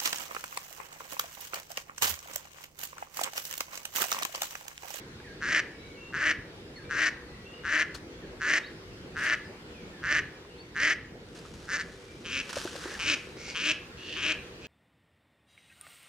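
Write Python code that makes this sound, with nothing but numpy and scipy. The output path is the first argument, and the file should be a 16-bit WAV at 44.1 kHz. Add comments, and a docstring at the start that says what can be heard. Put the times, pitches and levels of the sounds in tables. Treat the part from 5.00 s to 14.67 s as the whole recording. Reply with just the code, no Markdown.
"""Ducks on a pond

One duck quacks at a steady pace, then a brighter one takes over while others answer further off.
Quacks are membrane pulses ringing a moving throat; the banks echo them as sparse decaying taps.
Small birds whistle far off as near sines; water is gated droplet clicks and plopping sines.
A low rush of shaped noise lies underneath."""
import sys
import numpy as np
from scipy import signal
from scipy.fft import rfft, irfft, next_fast_len
from scipy.io import wavfile
from scipy.ndimage import uniform_filter1d

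SR = 44100
rng = np.random.default_rng(int(sys.argv[2]) if len(sys.argv) > 2 else 0)


def wrap_up_sound(samples):
    """Save the sound to the file named by the first command line argument, as 16-bit audio."""
    columns = np.atleast_2d(samples).T
    # keep every value between -1 and 1, then stretch to whole-number steps
    tamed = np.clip(columns, -1, 1)
    steps = np.round(tamed * 32767).astype(np.int16)
    wavfile.write(sys.argv[1], SR, steps)


def field_ratio(decibels):
    """Amplitude ratio for a level in dB (20 dB per decade); scalars and array-likes work."""
    return 10 ** (np.asarray(decibels, dtype=float) / 20)


N = 426447


def evened(x):
    """Scales to rms 1."""
    return x / np.sqrt(np.mean(x ** 2) + 1e-20)


def read(points, hz):
    """Interpolates a table on a log-frequency axis."""
    f, value = np.transpose(points)
    return np.interp(np.log(hz + 1), np.log(f + 1), value)


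def add(mix, start_s, sound):
    """Mixes a sound in at start_s."""
    part = mix[..., round(start_s * SR):][..., :sound.shape[-1]]
    part += sound[..., :part.shape[-1]]


def sides(pan_db):
    """Left and right gains for a level difference, as a column."""
    return field_ratio([pan_db / 2, -pan_db / 2])[:, None]


def colour(x, spectrum):
    """Filters by a spectrum, rms 1."""
    hz = np.fft.rfftfreq(x.shape[-1], 1 / SR)
    return evened(irfft(rfft(x) * field_ratio(read(spectrum, hz)), x.shape[-1]))


def resonate(x, hz, width_hz):
    """Shifts the curve hz down to zero, smooths twice, shifts back: a steep moving resonance."""
    turn = np.exp(2j * np.pi * np.cumsum(hz) / SR)
    r = np.exp(-np.pi * width_hz / SR)
    smooth = signal.lfilter([(1 - r) ** 2], [1, -2 * r, r * r], x / turn)
    return 2 * (turn * smooth).real


# rush spectrum: hz, level_db (relative, per Hz)
RUSH_SPECTRUM = [(18, -57), (30, -0.5), (79, -3), (169, -3.5), (263, -6), (300, -5.5), (351, -3),
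                 (480, -6.5), (657, -15), (1730, -12.5), (2020, -13.5), (4430, -19), (7480, -29),
                 (15600, -43)]
# rush levels over time: time_s, rumble_db, hiss_db
RUSH_LEVELS = [(0.0, -47.5, -57), (1.29, -46.5, -59), (1.5, -47.5, -58.5), (5.2, -46.5, -57.5),
               (5.52, -49.5, -59.5), (6.81, -47, -62), (7.11, -49.5, -60.5), (7.92, -47.5, -57),
               (9.05, -50.5, -56.5), (9.29, -46.5, -53.5), (9.67, -49.5, -58.5)]
# left-right likeness of the rush: hz, correlation (-1 to 1)
LIKENESS = [(60, 0.98), (180, 0.95), (350, 1), (550, 0.73), (1650, -0.15), (4970, -0.33), (15000, -0.04)]
# faint tones in the rush: pitch_hz, level_db
HUM = [(312, -66), (380, -63), (486, -62.5)]


def rush():
    """Distant rumble and hiss: noise in drifting time-frequency patches, with faint wavering tones."""
    frames, hz = N // 512 + 5, np.fft.rfftfreq(2048, 1 / SR)
    a, b, c, d, patches = rng.standard_normal((frames, 1025, 5)).T
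    patches = evened(uniform_filter1d(uniform_filter1d(patches, 20, 0), 6, 1))
    same = np.clip(read(LIKENESS, hz), -1, 1)[:, None]
    left = a + 1j * b
    right = same * left + np.sqrt(1 - same ** 2) * (c + 1j * d)
    noise = np.array([left, right]) * field_ratio(read(RUSH_SPECTRUM, hz)[:, None] + 1.79 * patches)

    time_s, rumble_db, hiss_db = np.transpose(RUSH_LEVELS)
    hiss_share = np.clip(np.log2(hz + 1) - np.log2(600), 0, 1)[:, None]
    rumble_band = (hz > 40) & (hz < 600)
    hiss_band = (hz > 3000) & (hz < 9000)
    out = 0
    for share, band, level_db in [(1 - hiss_share, rumble_band, rumble_db), (hiss_share, hiss_band, hiss_db)]:
        # levels are those of the left side within the band
        scale = np.std(signal.istft(noise[0] * band[:, None], nperseg=2048, noverlap=1536)[1])
        layer = signal.istft(noise * share, nperseg=2048, noverlap=1536)[1][:, :N]
        out = out + layer / scale * field_ratio(np.interp(np.arange(N) / SR, time_s, level_db))
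    for pitch_hz, level_db in HUM:
        out = out + field_ratio(level_db) * evened(resonate(rng.standard_normal(N), np.full(N, pitch_hz), 6.0))
    return out


# splashes: start_s, level_db (before the rise), rise_s, t60_s, pan_db (left-right)
SPLASHES = [(2.9423, -35, 0.0074, 0.1, 7), (4.1685, -45.5, 0.011, 0.64, -10),
            (4.23, -42, 0.0069, 0.14, -20), (5.6835, -61, 0.004, 0.089, -2),
            (6.349, -49.5, 0.004, 0.13, 0.0), (6.3704, -53, 0.0031, 0.1, -6),
            (6.4527, -55, 0.004, 0.083, -1.0), (6.5365, -53, 0.0025, 0.06, 2),
            (7.49, -39, 0.0043, 0.093, -0.5), (7.5724, -41.5, 0.0014, 0.24, -0.5),
            (7.619, -46, 0.0051, 0.1, 4), (6.2861, -55, 0.0005, 0.024, -6),
            (7.529, -28.5, 0.00046, 0.029, -4), (7.5557, -37, 0.00046, 0.16, -2)]
# spray spectrum: hz, level_db (relative, per Hz)
SPRAY_SPECTRUM = [(530, -9), (900, -9), (1470, -0.5), (2220, -10), (2600, -5.5), (3940, -7), (5840, -8),
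                  (10600, -20), (15500, -41)]
# water running off: time_s, level_db
DRIZZLE = [(6.199, -70), (6.399, -58), (6.7, -53.5), (7.2, -59.5), (7.47, -51), (7.55, -46), (7.75, -44),
           (8.0, -46), (8.3, -57), (8.6, -72)]
# plops of trapped air: start_s, level_db (before rise and decay), first_hz, t60_s
PLOPS = [(1.385, -29, 112, 0.038), (7.568, -22.5, 541, 0.04), (7.652, -26.5, 330, 0.056),
         (7.754, -31, 520, 0.031), (7.856, -28, 340, 0.058), (8.168, -31.5, 366, 0.028),
         (8.269, -39, 452, 0.061), (8.368, -38, 388, 0.051), (8.479, -36.5, 370, 0.045),
         (0.2007, -41.5, 1590, 0.03), (5.449, -43, 1040, 0.027), (6.4525, -41, 1240, 0.027),
         (7.575, -33, 1460, 0.037), (7.6755, -30, 1500, 0.027), (7.8395, -28.5, 1510, 0.015),
         (7.9508, -31.5, 1670, 0.03), (2.9482, -36, 4200, 0.039), (6.39, -46, 4570, 0.04),
         (7.6385, -38, 5760, 0.042)]


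def water():
    """Splashes and drizzle gate a spray of droplet clicks; trapped air plops with rising pitch."""
    drops_per_s = 3500
    size = field_ratio(2.5 * np.minimum(rng.exponential(1, (2, N)), 5))
    clicks = size * (rng.random((2, N)) < drops_per_s / SR) * rng.standard_normal((2, N))
    spray = colour(clicks + .5 * clicks[::-1], SPRAY_SPECTRUM)

    time_s, level_db = np.transpose(DRIZZLE)
    gate = np.ones((2, 1)) * field_ratio(np.interp(np.arange(N) / SR, time_s, level_db, -120, -120))
    t = np.arange(SR // 2) / SR
    for start_s, level_db, rise_s, t60_s, pan_db in SPLASHES:
        burst = field_ratio(level_db - 60 * t / t60_s) * (1 - np.exp(-t / rise_s))
        add(gate, start_s, sides(pan_db) * burst)
    out = spray * gate

    for start_s, level_db, first_hz, t60_s in PLOPS:
        decay = field_ratio(level_db - 60 * t / t60_s)
        tone = np.sin(2 * np.pi * first_hz * t * (1 + 4 * t))
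        add(out, start_s, (decay * (1 - np.exp(-t / 0.00039)) * tone)[None])
        # the slap of water closing
        slap_hz = np.full(len(t), 1.7 * first_hz)
        slap = evened(resonate(rng.standard_normal(len(t)), slap_hz, 1.6 * first_hz))
        add(out, start_s, (field_ratio(-10) * decay * slap)[None])
    return out


# echo decay: hz, t60_s
BANKS_DECAY = [(700, 0.62), (1900, 0.44), (3000, 0.39), (7000, 0.22)]
# what reeds and grass send back: hz, level_db (relative)
BANKS_COLOUR = [(300, -20), (900, -4.5), (1600, -2.5), (2600, -3), (6000, -4)]


def banks(x):
    """Echoes off the pond banks: sparse taps of random sign, each band dying at its own speed."""
    taps = np.zeros((2, SR))
    first, spacing = 500, 20  # samples
    at = np.arange(first, SR - 20, spacing) + rng.integers(0, spacing, (2, (SR - 501) // spacing))
    np.put_along_axis(taps, at, rng.choice([-1., 1.], at.shape), 1)
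    taps[1] = .8 * taps[0] + .6 * taps[1]
    hz, t, z = signal.stft(taps, SR, nperseg=256)
    decay_db = read(BANKS_COLOUR, hz)[:, None] - 60 * t / read(BANKS_DECAY, hz)[:, None]
    tail = signal.istft(z * field_ratio(decay_db), SR, nperseg=256)[1]
    return signal.fftconvolve(x[None], tail / np.linalg.norm(tail[0]), axes=1)[:, :N]


# whistles: start_s, length_s, first_hz, middle_hz, last_hz, level_db (rms)
WHISTLES = [(.11, 0.066, 1960, 1620, 1300, -62), (0.23, 0.12, 2150, 1640, 1740, -54.5),
            (.68, 0.36, 2260, 2240, 2237, -60), (.77, 0.14, 3880, 3910, 3800, -65),
            (0.895, 0.085, 3700, 3150, 2720, -66), (0.956, .19, 2740, 2740, 2750, -54.5),
            (1.752, 0.045, 4450, 4330, 4280, -52.5), (1.754, 0.069, 2500, 1705, 1680, -56),
            (1.833, 0.078, 2300, 2345, 2370, -59), (2.241, 0.33, 1980, 1946, 1886, -62.5),
            (2.44, 0.14, 2680, 2815, 2890, -54), (2.509, 0.168, 2900, 2876, 2810, -60.5),
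            (3.218, 0.045, 1900, 1700, 1480, -59), (3.22, 0.15, 4450, 4490, 4500, -73),
            (3.623, 0.06, 3600, 4000, 5040, -51), (4.437, .06, 5400, 5000, 4630, -66),
            (4.728, 0.13, 2650, 2370, 2130, -59), (4.91, 0.097, 1900, 1720, 1600, -59),
            (5.34, 0.042, 2400, 2400, 2360, -61), (5.49, 0.12, 2800, 3050, 3980, -65),
            (5.579, 0.058, 4250, 4480, 4580, -54), (6.96, 0.061, 2370, 2380, 2370, -64),
            (7.07, 0.093, 2360, 2356, 2350, -62)]


def songbirds():
    """Far whistles: near sines that flutter in level and pitch in the air, with bank echo."""
    out = np.zeros(N)
    for start_s, length_s, first_hz, middle_hz, last_hz, level_db in WHISTLES:
        t = np.arange(0, 1, 1 / (length_s * SR))
        # one bow through three pitches
        bow_hz = (2 * middle_hz - first_hz - last_hz) * 2 * t * (1 - t)
        hz = first_hz + (last_hz - first_hz) * t + bow_hz
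        flutter_db = 2.4 * evened(uniform_filter1d(rng.standard_normal(SR // 2), 500))[:len(t)]
        phase = 2 * np.pi * np.cumsum(hz * (1 + .004 * flutter_db[::-1])) / SR
        tone = np.sin(phase) * signal.windows.tukey(len(t), .4)
        add(out, start_s, np.sqrt(2) * field_ratio(level_db + flutter_db) * tone)
    return out + field_ratio(-7) * banks(out)


STEADY_PULSES_HZ = 312  # at full speed, for calls without a glide


def gesture(row, shape):
    """One quack's controls: effort snaps on, swells to its peak as the beak opens, sags, cuts off."""
    start_s, length_s, peak_db, to_peak_s, open_hz, rasp_db, pan_db, *glide_hz = row
    attack_s, first_db, onset_db, hold, sag_db_per_s, release_s, last_db, shut, shut_rasp_db = shape
    t = np.arange(0, length_s, 1 / SR)
    release_at_s = length_s - release_s
    to_peak_s = np.clip(to_peak_s, attack_s + .001, release_at_s - .001)
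    hold_end_s = attack_s + np.clip(hold, .01, .9) * (to_peak_s - attack_s)
    sagged_db = sag_db_per_s * (release_at_s - to_peak_s)
    effort_db = peak_db + np.interp(t, [0, attack_s, hold_end_s, to_peak_s, release_at_s, length_s],
                                    [first_db, onset_db, onset_db, 0, sagged_db, last_db])
    opening = np.minimum(t / to_peak_s, 1)
    beak_hz = open_hz * (shut + (1 - shut) * opening)
    rasp_db = rasp_db + shut_rasp_db * (1 - opening)
    full_hz = np.interp(t, [0, length_s], glide_hz) if glide_hz else STEADY_PULSES_HZ
    return t, effort_db, beak_hz, rasp_db, pan_db, full_hz, opening


# rasp spectrum: hz, level_db (relative, per Hz)
RASP_SPECTRUM = [(1940, -51), (3300, -9), (3900, -4), (4530, -1.5), (5200, -1), (6200, -0.5), (7000, -7),
                 (8510, -16.5), (11200, -26), (12500, -50), (16200, -78.5), (22000, -120)]


def quack(row, shape, pulsing, voice, throat):
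    """Uneven, quickening membrane pulses ring a throat that rises as the beak opens; a chest tone joins."""
    first_hz, speedup_s, spread_db, jitter_s, breath = pulsing
    chest_db, overtone_db, _ = voice
    t, effort_db, beak_hz, rasp_db, pan_db, full_hz, opening = gesture(row, shape)
    speed = np.tanh(t / speedup_s) ** 2
    rate_hz = first_hz + (full_hz - first_hz) * speed

    draws, air = rng.standard_normal((120, 10)), rng.standard_normal(SR // 3)[:len(t)]
    at = np.flatnonzero(np.diff(np.floor(np.cumsum(rate_hz) / SR + .5)))
    draws = np.clip(draws[:len(at)], -2, 2)
    at = np.clip(at + np.round(jitter_s * SR * draws[:, 0] * speed[at]).astype(int), 0, len(t) - 1)
    # every pulse has its own size, and strikes each resonance a little differently
    pulses = np.zeros((len(throat) + 1, len(t)))
    size_db = spread_db * draws[:, 1] + 1.5 * draws[:, 2:3 + len(throat)].T
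    pulses[:, at] = field_ratio(speed[at] * size_db)
    # every other pulse is weaker until the beak is half open, then stronger
    alternate_db = -6 * speed * (0.5 - opening)
    pulses[:, at[1::2]] *= field_ratio(alternate_db)[at[1::2]]
    pulses /= np.sqrt(rate_hz)  # few slow pulses carry as much power as many quick ones
    # air bursts out after each pulse
    puffs = air * signal.lfilter([1], [1, -np.exp(-1 / (.0018 * SR))], pulses[-1])

    share = breath * speed
    # the soft throat never rings twice at the same place: held from one pulse to the next
    wobble = np.r_[0, draws[:, -1]][np.cumsum(pulses[0] > 0)]
    throat_hz = beak_hz * (1 + .038 * speed * wobble)
    ring = 0
    for k, (factor, width_hz, level_db, slow_db) in enumerate(throat):
        source = (1 - share) * evened(pulses[k]) + share * evened(puffs)
        gain = (-1) ** k * field_ratio(level_db + slow_db * (1 - speed))
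        ring = ring + gain * evened(resonate(source, factor * throat_hz, width_hz))
    # a small beak sends out little bass
    ring = signal.sosfilt(signal.butter(4, 1000, "high", fs=SR, output="sos"), ring)

    rasp = field_ratio(rasp_db) * colour(.4 * evened(pulses[-1]) + .85 * evened(puffs), RASP_SPECTRUM)
    drive = evened(pulses[-1]) + .5 * evened(puffs)
    chest = field_ratio(chest_db) * evened(resonate(drive, rate_hz, 70))
    chest += field_ratio(overtone_db) * evened(resonate(drive, 2 * rate_hz, 150))
    sound = field_ratio(effort_db) * (evened(ring) + rasp + speed * chest)
    return sides(pan_db) * sound * signal.windows.tukey(len(t), .05)


# quacks: start_s, length_s, peak_db, to_peak_s, open_beak_hz, rasp_db (against effort, beak open),
# pan_db (left-right); the second duck's pulses glide: also full_speed_first_hz, full_speed_last_hz
FIRST_QUACKS = [(.403, 0.21, -25.5, 0.14, 1800, -13, 1.3), (1.122, 0.21, -25, 0.15, 1790, -16.5, 2),
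                (1.89, 0.21, -25.5, 0.14, 1780, -13, 4), (2.632, 0.21, -25.5, 0.11, 1773, -15.5, 3.5),
                (3.397, 0.2, -24.5, 0.12, 1813, -13, 1.5), (4.147, 0.21, -26.5, 0.13, 1760, -17, 2.5),
                (5.019, 0.19, -25.5, 0.098, 1776, -16, 0), (5.744, 0.2, -24.5, 0.092, 1866, -13.5, 0.5),
                (6.67, 0.11, -30, 0.064, 1730, -9, 1), (6.76, 0.067, -30, 0.057, 1780, -10.5, 2)]
SECOND_QUACKS = [(7.244, 0.18, -32.5, 0.096, 2550, -9.5, 1.5, 288.7, 272),
                 (7.989, .167, -27, .1, 2440, -7.5, 1.8, 410, 271.8),
                 (8.545, .185, -26, 0.15, 2580, -10.5, 1.6, 320.8, 308.5),
                 (9.156, .179, -28, 0.091, 2580, -13.5, 1.9, 332.7, 312.4)]
FAR_QUACKS = [(7.78, 0.17, -47.5, 0.063, 1760, -7, 0), (8.365, 0.15, -45.5, 0.2, 2350, -1.5, -.5),
              (8.97, .2, -42.5, .12, 2950, -13, -2), (9.61, 0.052, -47, 0.053, 2700, -9, -1.5)]
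# quack shape, db against the peak: attack_s, first_db, onset_db, hold (share of attack end to peak),
# sag_db_per_s, release_s, last_db, shut_beak (factor on open_beak_hz), shut_rasp_db (added while shut)
FIRST_SHAPE = (.021, -30, -6.5, .15, -15, .014, -18, .875, -2)
SECOND_SHAPE = (.012, -18, -7, .5, -25, .011, -18, .98, 2)
FAR_SHAPE = (.02, -10, -6, .2, -20, .015, -5, .95, 3)
# membrane pulses: first_hz, speedup_s, size_spread_db, jitter_s, breath_share (0-1), last three at full speed
FIRST_PULSES = (115, .05, 2.2, .00034, .11)
SECOND_PULSES = (150, .058, 2.1, .00022, .1)
FAR_PULSES = (170, .05, 3.2, .0003, .15)
# voice: chest_db, overtone_db, echo_db
FIRST_VOICE = (-23, -23, -16.5)
SECOND_VOICE = (-16, -21, -13)
FAR_VOICE = (-18, -23, -3)
# throat resonances: factor (on the beak's hz), width_hz, level_db, slow_db (added while pulses are slow)
FIRST_THROAT = [(0.66, 380, -22, -10), (1.0, 480, 2.3, 2.2), (1.3, 600, -10.5, -7), (1.6, 550, -9, -2.5)]
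SECOND_THROAT = [(.45, 450, -16.5, 9), (.64, 464, -8, 2.5), (1.0, 564, 2, -1.5), (1.24, 500, -7, 6.5),
                 (1.48, 694, -12, -4)]
FAR_THROAT = [(.62, 406, -14.5, 1.2), (.97, 410, -3, -0.68), (1.18, 400, -11.5, -1.5),
              (1.5, 600, -12, 0.27)]
# phase between the microphone ports: hz, left_lead_rad
PORT_LEAD = [(300, -.1), (1500, -.25), (2800, -.75), (5600, -1.2), (11000, -2.0)]
# port shading: hz, left_right_db
PORT_TILT = [(600, -2), (1500, -1.5), (2800, 1.5), (5600, -2), (11000, -1.5)]


def ducks():
    """All quacks, reaching the two microphone ports a little apart, with their echo."""
    direct, echo = np.zeros((2, N)), np.zeros(N)
    for quacks, shape, pulsing, voice, throat in [
            (FIRST_QUACKS, FIRST_SHAPE, FIRST_PULSES, FIRST_VOICE, FIRST_THROAT),
            (SECOND_QUACKS, SECOND_SHAPE, SECOND_PULSES, SECOND_VOICE, SECOND_THROAT),
            (FAR_QUACKS, FAR_SHAPE, FAR_PULSES, FAR_VOICE, FAR_THROAT)]:
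        for row in quacks:
            sound = quack(row, shape, pulsing, voice, throat)
            add(direct, row[0], sound)
            add(echo, row[0], field_ratio(voice[-1]) * sound.mean(0))
    size = next_fast_len(N)
    hz = np.fft.rfftfreq(size, 1 / SR)
    half = np.exp(.5j * read(PORT_LEAD, hz)) * field_ratio(read(PORT_TILT, hz) / 2)
    return irfft(rfft(direct, size) * [half, 1 / half], size)[:, :N] + banks(echo)


def scene():
    """The rush, water, far birds and ducks."""
    return rush() + water() + songbirds() + ducks()


def low_pass(x):
    """Removes everything above the highest recorded frequency."""
    return signal.sosfilt(signal.butter(12, 15700, fs=SR, output="sos"), x)


def record(dry):
    """The microphone loses the deepest bass."""
    mix = signal.sosfilt(signal.butter(2, 42, "high", fs=SR, output="sos"), dry)
    return low_pass(mix)


dry = scene()
out = record(dry)
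wrap_up_sound(out)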